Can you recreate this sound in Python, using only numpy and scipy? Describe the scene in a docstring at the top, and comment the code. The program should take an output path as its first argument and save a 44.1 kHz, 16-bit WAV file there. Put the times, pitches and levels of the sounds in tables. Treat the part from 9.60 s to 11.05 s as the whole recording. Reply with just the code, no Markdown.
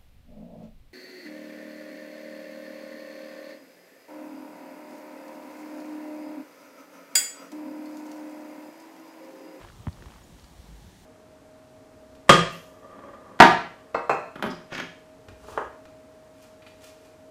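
"""On a wooden bridge in still, open country, a horse walks over the boards.
One hoof knocks, toe then heel, and the deck bends with a short thud that falls in pitch.
Before and after, grit and dry leaves crunch, loose planks knock and the bass bumps softly.
The tack (the horse's straps and buckles) ticks faintly and a small bird peeps once.
Light wind and an even hiss, both made of noise, lie under it all."""
import sys
import numpy as np
from scipy import signal
from scipy.io import wavfile

SR = 44100
rng = np.random.default_rng(int(sys.argv[2]) if len(sys.argv) > 2 else 0)


def master(y):
    """Save y as 16-bit WAV."""
    cut = np.clip(np.atleast_2d(y).T, -1, 1)
    pcm = np.round(cut * 32767)  # scale
    wavfile.write(sys.argv[1], SR, pcm.astype(np.int16))


N = 63945
TIME = np.arange(N) / SR


def from_db(db):
    """Turn decibels into a number to multiply by."""
    return 10 ** (np.asarray(db) / 20)


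def rms_one(x):
    """Scale a sound so that its average strength (rms) is 1."""
    return x / np.sqrt(np.mean(x ** 2) + 1e-20)


def at_hz(points, hz):
    """Read the level at one pitch from (f/Hz, level/dB) points, spaced by octaves."""
    pitches, levels = np.transpose(points)
    return np.interp(np.log(hz), np.log(pitches), levels)


def low_pass(x, hz):
    """Soften the treble above hz."""
    return signal.sosfilt(signal.butter(2, hz, fs=SR, output="sos"), x)


def band_pass(x, low_hz, high_hz, order=2):
    """Keep mainly what lies between two pitches."""
    return signal.sosfilt(signal.butter(order, [low_hz, high_hz], "band", fs=SR, output="sos"), x)


def swell(middle, half_length):
    """A bell-shaped rise and fall; both times are in seconds."""
    return np.exp(-((TIME - middle) / half_length) ** 2)


def struck(start, hz, t60):
    """A pure tone that starts and dies away; t60 is the time it takes to fade by 60 dB."""
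    age = np.maximum(TIME - start, 0)
    return np.sin(2 * np.pi * hz * age) * from_db(-60 * age / t60)


def ring(clicks, hz, t60):
    """Each click sets off a fading tone as strong as the click."""
    decay, step = from_db(-60 / (t60 * SR)), 2 * np.pi * hz / SR
    return signal.lfilter([0, np.sin(step)], [1, -2 * decay * np.cos(step), decay ** 2], clicks + 1e-18)


def drift(turns_per_s):
    """A random wander with a typical size of 1."""
    points = rng.standard_normal(256)
    return rms_one(np.interp(TIME * turns_per_s, np.arange(len(points)), points))


def banded_noise(spectrum, edges, flicker_db):
    """Bands of noise that each flicker on their own; any near 239 Hz also rise and fall together."""
    # rise and fall of the low mids: t/s, level/dB
    low_mid_level = [(0, -0.5), (.36, -0.5), (.5, 2), (.56, -1), (.68, -0.5), (.75, 1), (1.0, .5),
                     (1.45, 0)]
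    low_mid_db = np.interp(TIME, *np.transpose(low_mid_level))
    total, white = 0, rng.standard_normal((2, N + SR))
    for k, (low, high) in enumerate(zip(edges, edges[1:])):
        band = band_pass(white[k % 2], low, high)[SR:]   # skip a second while the filter settles
        hz = np.sqrt(low * high)
        low_mid_share = np.exp(-np.log2(hz / 239) ** 2)
        wander_db = low_mid_share * low_mid_db + flicker_db * drift(turns_per_s=13.97)
        total = total + band * from_db(at_hz(spectrum, hz) + wander_db)
    return rms_one(total)


def wind():
    """Light wind rumbles low down and eases a little."""
    # tone of the wind: f/Hz, relative level/dB
    spectrum = [(20, -42), (35, -4.5), (54, 1), (85, -9.5), (120, -5.5), (165, -4.5), (225, -11),
                (330, -13), (480, -18), (800, -16.5), (1400, -25.5), (3000, -40.5)]
    # strength of the wind: t/s, level/dB
    strength = [(0, -51.5), (.14, -51), (.4, -50), (.75, -53.5), (.9, -52.5), (1.25, -52.5), (1.45, -54)]
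    rumble = banded_noise(spectrum, np.geomspace(18, 3000, 23), flicker_db=1.82)
    return from_db(np.interp(TIME, *np.transpose(strength))) * rumble


def hiss():
    """Faint, smooth, high noise fills the background."""
    # tone of the hiss: f/Hz, relative level/dB
    spectrum = [(820, -31), (1400, -14), (1560, -2), (2670, -4.5), (3130, -2.5), (3570, -3), (4150, -3.5),
                (4970, -7), (5390, -4.5), (9000, -8.5), (10400, -12.5), (11700, -11.5), (15500, -18)]
    return from_db(-61) * banded_noise(spectrum, np.geomspace(1400, 17000, 20), flicker_db=0.45)


def scuffs():
    """Hooves scuff grit and dry leaves: thousands of tiny ringing clicks blur into a crunch."""
    # scuffs on the deck: middle t/s, half length/s, level/dB
    strokes = [(0.014, 0.068, -52), (0.514, 0.076, -62.5)]
    # tone of the grains: f/Hz, relative level/dB
    colour = [(350, -5), (600, 4), (1000, -0.5), (1900, 11), (2600, 7), (3300, -4), (6000, -18)]
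    grains_per_s, ring_cycles, spread_db = 9000, 3, .5
    sizes = from_db(spread_db * np.minimum(rng.exponential(1, N), 4))
    signs = rng.choice([-1, 1], N)
    clicks = sizes * signs * (rng.random(N) < grains_per_s / SR)
    pitches = np.geomspace(350, 6000, 18)
    pitch_choice = rng.integers(0, len(pitches), N)
    crunch = sum(from_db(at_hz(colour, hz)) * ring(clicks * (pitch_choice == k), hz, ring_cycles / hz)
                 for k, hz in enumerate(pitches))
    pressure = sum(from_db(db) * swell(middle, half_length) for middle, half_length, db in strokes)
    return rms_one(crunch) * pressure


def crack(start, db, hz, t60, crumble_db=-3):
    """One ringing snap with a brief crumble of noise around the same pitch."""
    age, crumble_s = TIME - start, 0.0043
    snap = struck(start, hz, t60)
    burst = rng.standard_normal(N) * (age > 0) * np.exp(-np.abs(age) / crumble_s)
    crumble = rms_one(band_pass(burst + 1e-18, hz / 2, hz * 2, order=1))
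    return from_db(db) * (snap + from_db(crumble_db) * np.std(snap) * crumble)


def grit():
    """Single bits of grit crack under the hooves and stand out of the crunch."""
    # cracks: t/s, level/dB, f/Hz, t60/s, crumble compared with snap/dB
    cracks = [(.0148, -36, 1000, .008, -5), (.0482, -36.5, 1010, .012, -8), (.0738, -41, 1210, .012, -4),
              (.0858, -42.5, 1750, .010, -2), (.1007, -38.5, 1380, .011, -9), (.122, -47, 2100, .006, 0),
              (.372, -46, 1120, .010, -4), (.386, -43, 1000, .006, -3), (.408, -47, 1010, .008, 0),
              (.4232, -37.5, 1800, .005, -2), (.4248, -40, 1150, .005, -4), (.438, -45, 1400, .008, -1),
              (.4588, -32.5, 1080, .0055, -7), (.484, -45, 1150, .009, -2), (.503, -44, 864, .010, -2),
              (.510, -46, 3200, .010, -2), (.520, -41.5, 1000, .009, -2), (.538, -42.5, 1250, .011, -2),
              (.561, -44, 1070, .010, -3), (.583, -45, 1150, .009, -3), (.617, -45, 980, .012, -4),
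              (.786, -48, 900, .008, 0)]
    return low_pass(sum(crack(*row) for row in cracks), hz=4440)


def planks():
    """Loose boards give faint, hollow knocks as the weight shifts."""
    # knocks: t/s, level/dB, f/Hz, t60/s
    knocks = [(.040, -45, 352, .13), (.4235, -45, 330, .03), (.4592, -44, 400, .02), (.466, -46, 185, .06),
              (.7225, -45, 165, .14), (1.245, -44, 200, .05)]
    return sum(from_db(db) * struck(start, hz, t60) for start, db, hz, t60 in knocks)


def bumps():
    """Short, dull swells of bass."""
    # soft bumps: middle t/s, level/dB, f/Hz, half length/s
    swells = [(.046, -45, 100, .014), (.203, -39.5, 100, .011), (.313, -45, 110, .011),
              (.417, -47, 115, .012), (.470, -41, 78, .013), (.487, -45, 58, .016), (.556, -47, 52, .018),
              (.617, -49, 95, .007), (.747, -46, 58, .025), (.849, -43, 58, .012), (.999, -41, 76, .009),
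              (1.128, -46, 53, .058), (1.273, -43, 85, .012)]
    return sum(from_db(db) * swell(middle, half_length) * np.cos(2 * np.pi * hz * (TIME - middle))
               for middle, db, hz, half_length in swells)


def thud():
    """The deck bends under the weight: short waves arrive before long ones, so the pitch falls."""
    start_s, attack_s, hold_s, release_s = .2665, 0.0073, 0.0079, .0145
    start_hz, end_hz, glide_after_s, glide_s = 217, 83, .0078, .0026
    age = np.maximum(TIME - start_s, 0)
    hz = end_hz + (start_hz - end_hz) * np.exp(-np.maximum(age - glide_after_s, 0) / glide_s)
    phase = 2 * np.pi * np.cumsum(hz * (age > 0)) / SR
    rise = np.minimum(age / attack_s, 1)
    fall = np.exp(-(np.maximum(age - attack_s - hold_s, 0) / release_s) ** 2)
    overtone = from_db(-8.5) * np.minimum(age / .02, 1)   # grows as the weight comes down
    return from_db(-24) * rise * fall * (np.sin(phase) + overtone * np.cos(2 * phase))


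def clop():
    """Each touch of the hoof makes the plank ring and leaves a short, woody tail of noise."""
    # toe, a slip, then heel: t/s, level/dB, treble limit f/Hz (higher sounds harder)
    contacts = [(0.2694, -29, 2900), (0.2762, -46, 3500), (0.2825, -35, 3800)]
    # ringing tones of hoof on plank: f/Hz, relative level/dB, t60/s
    tones = [(638, -4.5, 0.019), (950, 2, 0.011), (1300, -0.5, 0.0076), (1830, -4, 0.0081),
             (3120, -5, 0.0023)]
    tail_db, tail_t60 = -22, 0.043
    knocks, tail_level = 0, 0
    for start, db, top_hz in contacts:
        knock = sum((-1) ** k * from_db(db + tone_db) * struck(start, hz, t60)
                    for k, (hz, tone_db, t60) in enumerate(tones))
        knocks = knocks + low_pass(knock + 1e-18, top_hz)
        fade_db = 60 * np.abs(TIME - start) / tail_t60
        tail_level = tail_level + (TIME > start) * from_db(db + tail_db - fade_db)
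    woody_noise = rms_one(band_pass(rng.standard_normal(N), low_hz=575, high_hz=2120))
    return knocks + tail_level * woody_noise


def tack():
    """Buckles give tiny bright ticks, each with a duller, quieter body."""
    # buckle ticks: t/s, level/dB, f/Hz
    ticks = [(.3292, -41, 4500), (.7970, -43, 4900), (.8430, -40.5, 4700)]
    t60, body_hz, body_db = .004, 1410, -5
    ticking = sum(crack(start, db, hz, t60) + crack(start, db + body_db, body_hz, t60)
                  for start, db, hz in ticks)
    return low_pass(ticking, hz=7000)


def bird():
    """One thin, distant peep with a faint echo among the trees."""
    middle_s, half_length_s, pitch_hz = .640, 0.0053, 6870
    echo_db, echo_t60 = -5, .1
    age = TIME - middle_s
    flutter = rms_one(low_pass(rng.standard_normal(N), hz=125))
    echo = from_db(echo_db - 60 * np.abs(age) / echo_t60) * (age > 0) * flutter
    return from_db(-56.5) * (swell(middle_s, half_length_s) + echo) * np.sin(2 * np.pi * pitch_hz * TIME)


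def scene():
    """Everything as heard from the end of the bridge, in one channel."""
    horse = clop() + thud() + bumps() + planks() + scuffs() + grit() + tack()
    return (horse + bird() + wind() + hiss())[None]


def record(dry):
    """The very highest treble is cut off steeply."""
    cutoff_hz = 15720
    return signal.sosfilt(signal.ellip(12, .1, 80, cutoff_hz, fs=SR, output="sos"), dry)


dry = scene()
out = record(dry)
master(out)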